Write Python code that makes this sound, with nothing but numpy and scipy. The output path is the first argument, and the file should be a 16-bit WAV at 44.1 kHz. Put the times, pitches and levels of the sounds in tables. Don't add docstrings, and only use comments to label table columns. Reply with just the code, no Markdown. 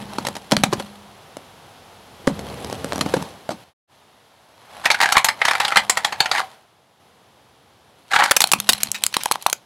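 import sys
import numpy as np
from scipy import signal
from scipy.fft import rfft, irfft
from scipy.io import wavfile
from scipy.ndimage import uniform_filter1d

SR = 44100
rng = np.random.default_rng(int(sys.argv[2]) if len(sys.argv) > 2 else 0)


def file_out(sig):
    cols = np.atleast_2d(sig).T
    lim = np.clip(cols, -1, 1)
    pcm = np.round(lim * 32767).astype(np.int16)
    wavfile.write(sys.argv[1], SR, pcm)


N = 425565

# (time [s], level [dB], decay [s], size of the piece [cm])
FIGURE_CRACKS = [(0.184, 18, 0.0024, 3.3), (0.2493, 13, 0.0038, 2.4), (0.268, 20, 0.0033, 1.8),
                 (0.353, 8, 0.0032, 1.8), (0.3655, 10, 0.0034, 2.2), (0.5123, 13, 0.00099, 1.5),
                 (0.519, 26.5, 0.0024, 2), (0.523, 21.5, 0.003, 7.4), (0.532, 17, 0.0046, 2.8),
                 (0.5667, 23, 0.0013, 1.87), (0.6357, 31.5, 0.0029, 2.03), (0.7267, 20, 0.004, 5.3),
                 (0.7321, 20, 0.0041, 1.7), (0.798, 14, 0.0055, 2.7), (2.2755, 27, 0.00074, 4.13),
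                 (2.9225, 14.5, 0.00035, 2.9), (3.0096, 23.5, 0.0051, 2), (3.06, 15, 0.0047, 5.2),
                 (3.1383, 24, 0.0045, 4), (3.166, 16.5, 0.004, 6.5), (3.491, 13.5, 0.0022, 4.8),
                 (3.5026, 13.5, 0.015, 4.1)]
# (frequency [Hz], relative level [dB])
FIGURE_COLOUR = [(60, -26), (120, -1), (200, 2.5), (600, -4.5), (1200, -7), (2500, -16), (4200, -14.5),
                 (7000, -18.5), (11000, -23), (15500, -39.5)]
# (resonance [Hz], boost [dB])
FIGURE_BODY = [(285, 5.5), (590, 8), (850, 4)]
# (frequency [Hz], relative level [dB])
SNAP_COLOUR = [(40, -25), (200, -11), (400, -12.5), (850, -2), (1500, -6.5), (4000, -5.5), (5500, -8),
               (7500, -6.5), (11500, -6.5), (13000, -14.5), (15500, -20)]
# (frequency [Hz], relative level [dB])
KNOCK_COLOUR = [(40, -40), (130, -20.5), (400, -20.5), (600, -11), (820, -3), (1150, -5.5), (2100, -5.5),
                (2700, -10.5), (4300, -10), (5500, -17.5), (7200, -18.5), (11000, -24.5), (15500, -39.5)]
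# (resonance [Hz], level [dB])
SHELL = [(795, 1), (875, -3)]
TILT_HZ = [250, 850, 3000, 10000]
# start [s], end [s]
SILENCE = (3.735, 3.875)
SHELL_FLEX = 0.05
RIPPLE_DB = 3.4


def gain_of(db):
    return 10 ** (np.asarray(db) / 20)


def evened(x):
    return x / np.sqrt(np.mean(x ** 2) + 1e-20)


def read(points, hz):
    f, value = np.transpose(points)
    return np.interp(np.log(hz + 1), np.log(f + 1), value)


def curves(rows):
    s, *columns = np.transpose(rows)
    return [np.interp(np.arange(N) / SR, s, c) for c in columns]


def add(mix, s, sound):
    part = mix[max(round(s * SR), 0):][:len(sound)]
    part += sound[:len(part)]


def wander(hz):
    lowpass = np.exp(-(np.fft.rfftfreq(N, 1 / SR) / hz) ** 2)
    return evened(irfft(rfft(rng.standard_normal(N)) * lowpass, N))


def causal(gain):
    log_gain = np.log(np.maximum(gain, 1e-5))
    circle = np.concatenate([log_gain, log_gain[-2:0:-1]])
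    return np.exp(np.conj(signal.hilbert(circle)))[:len(gain)]


def ring(x, modes):
    t = np.arange(SR) / SR
    response = 0
    for hz, db, t60 in modes:
        fade = gain_of(-60 * t / t60)
        onset = np.minimum(t * hz, 1)
        response = response + gain_of(db) * 2 * fade / fade.sum() * np.sin(2 * np.pi * hz * t) * onset
    return signal.oaconvolve(x, response)[:N]


def resonate(x, hz, width):
    turn = np.exp(2j * np.pi * np.cumsum(hz) / SR)
    r = np.exp(-np.pi * width / SR)
    smooth = signal.lfilter([1 - r], [1, -r], x / turn + 1e-18)
    return 2 * (turn * smooth).real


def burst(colour, level_db, decay, tilts_db=(0, 0, 0, 0), clump=0, ripple_db=0, rings=(), rise=0.18,
          size=4096):
    t, hz = np.arange(size) / SR, np.fft.rfftfreq(size, 1 / SR)
    slips, sizes, peaks = rng.standard_normal((3, size))
    envelope = np.exp(clump * sizes - t / decay) * (1 - np.exp(-t / (rise * decay)))
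    swarm = rfft(slips * envelope)
    spread = np.sqrt(uniform_filter1d(abs(swarm) ** 2, size=110))
    ripple = evened(uniform_filter1d(uniform_filter1d(peaks, size=40), size=20))[:len(hz)]
    ripple = ripple * np.tanh(hz / TILT_HZ[2])
    shape_db = level_db + read(colour, hz) + read(list(zip(TILT_HZ, tilts_db)), hz) + ripple_db * ripple
    for ring_hz, width, db in rings:
        shape_db += db / (1 + (2 * (hz - ring_hz) / width) ** 2)
    return irfft(swarm * causal(gain_of(shape_db) / spread))


def deformed(body):
    body_q, shift = 6, 0.07
    return [(hz * np.exp(shift * rng.standard_normal()), hz / body_q, db) for hz, db in body]


def breaks(rows, colour, clump, focus_db, purity, body=(), ring_width_hz=900, ring_db=8):
    piece_hz = 11830
    clean_snap_s = 0.0018
    out = np.zeros(N)
    for s, level_db, decay, size_cm, *ring_hz in rows:
        octaves = abs(np.log2(np.array(TILT_HZ) * size_cm ** 2 / piece_hz))
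        tilts_db = -focus_db * (clean_snap_s / decay) ** purity * (octaves - octaves.mean())
        rings = [(hz, ring_width_hz, ring_db) for hz in ring_hz] + deformed(body)
        add(out, s, burst(colour, level_db, decay, tilts_db, clump, RIPPLE_DB, rings))
    return out


def grains(per_s, spread_db):
    signs = np.sign(rng.standard_normal(N))
    sizes = gain_of(spread_db * np.minimum(rng.exponential(1, N), 3))
    present = rng.random(N) < per_s / SR
    return evened(signs * sizes * present)


def chips(per_s=160, spread_db=4, decay=0.0006, ripple_db=6, count=10):
    out = np.zeros(N)
    for _ in range(count):
        shard = evened(burst(SNAP_COLOUR, 0, decay, ripple_db=ripple_db))
        out += signal.oaconvolve(grains(per_s / count, spread_db), shard)[:N]
    return evened(out)


def car_levels():
    # (until [s], rumble [dB], hiss [dB])
    idling = [(3.64, -52, -48.5), (6.548, -61, -55.5), (6.999, -63.5, -60), (9.7, -59, -56.5)]
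    # (full level from [s], full level until [s], rumble [dB],
    # road noise at mid-roll [dB], grit at mid-roll [dB], share of crunch [0-1])
    rolls = [(0.0, 0.276, -43.5, -43, -46, 0.4), (0.616, 0.8, -45.5, -51.5, -48.5, 0.5),
             (2.396, 3.2, -36.5, -39.5, -43.5, .2), (4.782, 6.412, -52, -41.5, -47, .4),
             (8.3, 9.38, -54.5, -54, -45, 0.76)]
    swell_db_per_s, die_db_per_s = 63.5, 84
    build_db = 3
    idle_grit_db = -4
    t, crunch = np.arange(N) / SR, np.zeros(N)
    until, rumble_db, hiss_db = np.transpose(idling)
    idle_db = np.array([rumble_db, hiss_db, hiss_db + idle_grit_db])
    power = gain_of(idle_db)[:, np.searchsorted(until[:-1], t)] ** 2
    for start, end, rumble_db, road_db, grit_db, share in rolls:
        slopes_db = np.minimum((t - start) * swell_db_per_s, (end - t) * die_db_per_s)
        swell_db = np.minimum(0, slopes_db)
        debris_db = swell_db + build_db * np.interp(t, [start, end], [-.5, .5])
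        power += gain_of([rumble_db + swell_db, road_db + debris_db, grit_db + debris_db]) ** 2
        crunch += share * gain_of(swell_db)
    return *(10 * np.log10(power)), np.clip(crunch, 0, 1)


def street_band(x, lo_hz, hi_hz):
    # (frequency [Hz], relative density [dB per Hz])
    street = [(45, -11), (90, 0), (330, -6.5), (780, 6), (1500, -3), (2400, -8), (3300, -5), (5500, -12.5),
              (8300, -18), (11300, -15), (12600, -22), (15500, -27)]
    hz = np.fft.rfftfreq(N, 1 / SR) + 1
    band = 1 / np.sqrt((1 + (lo_hz / hz) ** 8) * (1 + (hz / hi_hz) ** 8))
    return evened(irfft(rfft(x) * band * gain_of(read(street, hz)), N))


def rolling(rumble_db, road_db, grit_db, share, lumpy_db=5):
    low, middle, high = rng.standard_normal((3, N))
    crunch = chips()
    rumble = gain_of(rumble_db) * street_band(low, 75, 450)
    road = gain_of(road_db) * street_band(middle + share * crunch, 450, 2500)
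    gritty = np.sqrt(1 - share) * high + np.sqrt(share) * crunch
    grit = gain_of(grit_db) * street_band(gritty, 2200, SR / 2)
    lumps = gain_of(lumpy_db * share * wander(25))
    return rumble + lumps * (road + grit)


def engine(rumble_db, follow=1.4, offset_db=7.5, waver=0.003):
    # (time [s], firing rate [Hz])
    firing = [(2.1, 55.6), (2.65, 72.8), (2.9, 76.1), (3.5, 65.4)]
    # (multiple of the firing rate, relative level [dB])
    orders = [(1, -2), (2, -7.5), (6, -7.5)]
    hz, = curves(firing)
    turns = np.cumsum(hz * (1 + waver * wander(14.0))) / SR
    hum = sum(gain_of(db) * np.sin(2 * np.pi * k * turns) for k, db in orders)
    return gain_of(follow * rumble_db + offset_db) * hum


def thumps():
    # (time [s], push that drives the tyre [dB])
    drops = [(0.0, 29), (0.271, 22.5), (0.52, 41), (0.566, 35), (0.638, 26), (0.728, 32), (2.277, 34.5),
             (3.01, 27.5), (5.765, 22), (8.534, 28), (8.689, 25.5), (8.834, 24.5)]
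    out = np.zeros(N)
    for s, level_db in drops:
        add(out, s, gain_of([level_db]))
    return out


def rubber_thud(drops):
    # (resonance [Hz], gain [dB], t60 [s])
    rubber = [(120, -6.5, 0.36)]
    return ring(drops, rubber)


def tyre(blows, wave_db, cavity_db, start_hz=330, end_hz=115, first=0.018, last=0.066):
    cavity_hz, cavity_t60 = 204.2, 1.1
    t = np.arange(0, last - first, 1 / SR)
    hz = start_hz * (end_hz / start_hz) ** (t / t[-1])
    scatter = evened(uniform_filter1d(rng.standard_normal(SR), size=600))[:len(t)]
    phase = 2 * np.pi * np.cumsum(hz) / SR + uniform_filter1d(scatter, size=100)
    chirp = signal.windows.tukey(len(t), .5) * np.sin(phase)
    out = ring(blows, [(cavity_hz, cavity_db, cavity_t60)])
    add(out, first, gain_of(wave_db) * signal.oaconvolve(blows, chirp / abs(rfft(chirp)).max()))
    return out


def underbody(x):
    # (frequency [Hz], t60 [s])
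    echo_times = [(800, 0.15), (12000, 0.096)]
    taps = rng.standard_normal(SR // 2)
    hz, t, z = signal.stft(taps, SR, nperseg=256)
    fade = gain_of(-60 * t / read(echo_times, hz)[:, None])
    tail = signal.istft(z * fade, SR, nperseg=256)[1]
    tail *= 1 - np.exp(-np.arange(len(tail)) / SR / 0.011)
    return signal.oaconvolve(x, tail / np.linalg.norm(tail))[:N]


def caving_in():
    return breaks(FIGURE_CRACKS, FIGURE_COLOUR, clump=0.55, focus_db=4.5, purity=0.37, body=FIGURE_BODY)


def crumbling(below_db=-14, decay=0.01):
    out = np.zeros(N)
    for s, level_db, *_ in FIGURE_CRACKS:
        crumbs = burst(FIGURE_COLOUR, level_db + below_db, decay, clump=0.94, ripple_db=RIPPLE_DB, rise=1)
        add(out, s, crumbs)
    return out


def ticks(figure_decay=0.0011, truck_decay=0.0008, bright_db=4):
    # (time [s], level [dB])
    shards = [(0.2856, 15.5), (1.3689, 8.5), (2.272, 17), (2.3923, 9.5), (2.646, 11), (2.699, 8),
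              (2.7272, 13.5), (2.8446, 16), (2.932, 13), (2.9582, 13.5), (2.98, 13), (2.991, 9), (3.096, 5),
              (3.225, 12.5), (8.43, 1), (8.473, 6.5), (8.523, 16), (8.7241, 7), (9.235, 7), (9.4243, -3),
              (9.4992, 8)]
    truck_tilts_db = (-bright_db, -bright_db, 0, bright_db)
    out = np.zeros(N)
    for s, level_db in shards:
        if s < SILENCE[0]:
            rings = deformed(FIGURE_BODY)
            tick = burst(FIGURE_COLOUR, level_db, figure_decay, ripple_db=RIPPLE_DB, rings=rings)
        else:
            tick = burst(SNAP_COLOUR, level_db, truck_decay, truck_tilts_db, ripple_db=RIPPLE_DB)
        add(out, s, tick)
    return out


def scrape(slips_per_s=1800, slip_db=4.5, judder_db=8, judder_hz=130, screech_hz=1650, screech_db=-1,
           groan_db=-8):
    # (start [s], end [s], level [dB])
    drags = [(4.836, 4.88, -18.5), (4.965, 5.212, -23.5), (5.38, 5.833, -27), (5.88, 6.34, -40.5),
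             (6.305, 6.431, -23.5), (8.092, 8.319, -18)]
    pressure, hz = np.zeros(N), np.fft.rfftfreq(N, 1 / SR)
    for start, end, level_db in drags:
        window = signal.windows.tukey(max(int((end - start) * SR), 2), .5)
        add(pressure, start, gain_of(level_db) * window)
    judder = gain_of(judder_db * np.tanh(wander(judder_hz)))
    slips = grains(slips_per_s, slip_db) * judder
    body = evened(irfft(rfft(slips) * causal(gain_of(read(KNOCK_COLOUR, hz))), N))
    screech = resonate(body, screech_hz * 2 ** (.22 * wander(30)), 180)
    groan = resonate(body, SHELL[0][0] * (1 + SHELL_FLEX * wander(20)), 70)
    voices = gain_of(screech_db) * evened(screech) + gain_of(groan_db) * evened(groan)
    return pressure * evened(body + voices)


def rattle(clump=.6, strike_db=-2.5, chatter_db=-8.0, chatter_s=0.01):
    # (time [s], level ahead of the strike and chatter offsets [dB],
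    # brightness [dB], ring of the struck panel [Hz])
    knocks = [(4.855, 30, -2.5, 1900), (4.9018, 30, -6, 2350), (4.9127, 25, 3.5, 4160),
              (4.9435, 23, -4.5, 1550), (5.002, 25, -4.5, 1540), (5.0122, 26, 5.5, 1530),
              (5.0235, 25.5, -3, 910), (5.031, 27.5, -3, 1900), (5.0562, 26, -6.5, 1630),
              (5.1222, 27.5, 7, 2950), (5.1527, 24.5, -27, 1230), (5.1676, 34.5, -6, 1070),
              (5.1783, 27, 5, 2240), (5.2445, 30, 9, 6850), (5.263, 16.5, -3, 820), (5.2857, 28, 0.5, 1730),
              (5.4156, 26, -14, 2080), (5.4514, 27, 1, 1590), (5.4815, 29, -5, 1770),
              (5.5101, 26.5, -2, 1280), (5.5507, 22.5, -5, 1340), (5.6002, 27.5, -1, 940),
              (5.6487, 24.5, -2, 3760), (5.6798, 19.5, 3, 3000), (5.7206, 22, -11, 1350),
              (5.7582, 30.5, -7, 1240), (5.7695, 37, -3, 1990), (5.896, 31, 6.5, 7100),
              (5.971, 25.5, 2, 837), (6.046, 27, 0.5, 3700), (6.123, 19.5, -4, 840),
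              (6.2031, 30.5, -1.5, 4700), (6.2572, 23.5, -5, 1920), (6.3134, 26, -4.5, 4500),
              (6.357, 18.5, -5, 1870), (6.3813, 22, -7, 1260), (8.1336, 24.5, -7.5, 1490),
              (8.1504, 11, -11, 1700), (8.1613, 29.5, -14, 1470), (8.193, 19.5, -5, 1980),
              (8.206, 25, -16, 1840), (8.2207, 26.5, -43, 844), (8.2365, 23.5, 6, 890)]
    usual_db, usual_decay_s, halving_db = 22.5, 0.0033, 25.5
    body_per_db, body_per_bright_db = -0.08, -0.11
    panel_q, panel_db = 4.5, 9
    shell_t60 = 0.13
    out = scrape()
    for s, level_db, bright_db, panel_hz in knocks:
        force_db = level_db - usual_db
        decay = usual_decay_s * .5 ** (force_db / halving_db)
        body_db = body_per_db * force_db + body_per_bright_db * bright_db
        tilts_db = (body_db / 2, body_db, 0, bright_db)
        panel = [(panel_hz, panel_hz / panel_q, panel_db)]
        part_hz = panel_hz * (1 + rng.random())
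        loose = [(part_hz, part_hz / panel_q, panel_db)]
        strike = burst(KNOCK_COLOUR, level_db + strike_db, decay, tilts_db, clump, RIPPLE_DB, panel, rise=1)
        chatter = burst(KNOCK_COLOUR, level_db + chatter_db, chatter_s, tilts_db, 0.86, RIPPLE_DB, loose)
        add(out, s, strike)
        add(out, s, chatter)
    flex = 1 + SHELL_FLEX * wander(21)
    width_hz = np.log(1000) / np.pi / shell_t60
    shell = sum(gain_of(db) * resonate(out, hz * flex, width_hz) for hz, db in SHELL)
    return out + shell


def snapping():
    # (time [s], level [dB], decay [s], size of the piece [cm], sharpest resonance [Hz])
    truck_snaps = [(8.3107, 25.5, 0.0019, 3.1, 1780), (8.3166, 23.5, 0.0014, 3.3, 1580),
                   (8.365, 26, 0.0037, 2.5, 11500), (8.4048, 23.5, 0.002, 2.8, 6700),
                   (8.4168, 20.5, 0.0045, 1.8, 3550), (8.4404, 26, 0.00076, 3.1, 4200),
                   (8.5168, 20.5, 0.0013, 2.4, 7250), (8.5342, 28.5, 0.0021, 5.6, 2450),
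                   (8.6011, 9.5, 0.00078, 1.6, 11000), (8.6901, 29.5, 0.0049, 2.4, 4580),
                   (8.7323, 14, 0.0016, 1.6, 4040), (8.8327, 16.5, 0.0011, 1.25, 6770),
                   (8.9166, 5, 0.00021, 0.92, 7600), (9.0376, 18.5, 0.00037, 1.32, 3670),
                   (9.065, 14, 0.00044, 1.36, 7400), (9.1673, 22.5, 0.00077, 5.1, 4150),
                   (9.2575, 15.5, 0.0016, 3.8, 920), (9.3125, 19.5, 0.0017, 3.5, 1010),
                   (9.3199, 10.5, 0.0017, 0.81, 4130), (9.357, 7.5, 0.00017, 4.6, 1010),
                   (9.4635, 20.5, 0.00029, 3.56, 1110), (9.4659, 12, 0.0018, 1.5, 4400),
                   (9.5283, 19, 0.0019, 2.95, 6900)]
    return breaks(truck_snaps, SNAP_COLOUR, clump=0.52, focus_db=2.5, purity=0.32)


def skids():
    # (time [s], level [dB], decay [s])
    rasps = [(8.803, 7.5, 0.0071), (8.944, 14.5, 0.013), (9.14, 18, 0.0048), (9.204, 8, 0.014)]
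    # (frequency [Hz], relative level [dB])
    rasp_colour = [(200, -31), (2100, -2.5), (4800, -7.5), (15500, -26.5)]
    out = np.zeros(N)
    for s, level_db, decay in rasps:
        add(out, s, burst(rasp_colour, level_db, decay, clump=0.58, ripple_db=RIPPLE_DB))
    return out


def scene():
    # (frequency [Hz], level [dB])
    side_hiss = [(60, -21), (700, -35.5), (15000, -3)]
    rumble_db, road_db, grit_db, crunch = car_levels()
    car = rolling(rumble_db, road_db, grit_db, crunch) + engine(rumble_db)
    drops = thumps()
    figure = caving_in() + crumbling()
    knocks = ticks() + rattle() + skids()
    snaps = snapping()
    boom = tyre(drops, wave_db=-9.5, cavity_db=8)
    boom += tyre(figure + gain_of(-5) * snaps, wave_db=-3.5, cavity_db=-9.0)
    echoing = gain_of(-19.5) * figure + gain_of(-21.5) * snaps + gain_of(-14.0) * knocks
    middle = figure + snaps + knocks + boom + rubber_thud(drops) + underbody(echoing) + car
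    hiss_gain = gain_of(read(side_hiss, np.fft.rfftfreq(N, 1 / SR)))
    hiss = irfft(rfft(underbody(car)) * hiss_gain, N)
    side = gain_of(-44.5) * underbody(middle) + gain_of(-4.0) * hiss
    return np.array([middle + side, middle - side])


def record(dry, fade=0.053, ceiling=0.78):
    edge_hz = 15900
    t = np.arange(N) / SR
    heard = np.clip(np.maximum(SILENCE[0] - t, t - SILENCE[1]) / fade, 0, 1)
    overloaded = heard * dry / (1 + (dry / ceiling) ** 6) ** (1 / 6)
    lowpass = signal.firwin(255, edge_hz, window=("kaiser", 8), fs=SR)
    return signal.oaconvolve(overloaded, lowpass[None], "same")


dry = scene()
out = record(dry)
file_out(out)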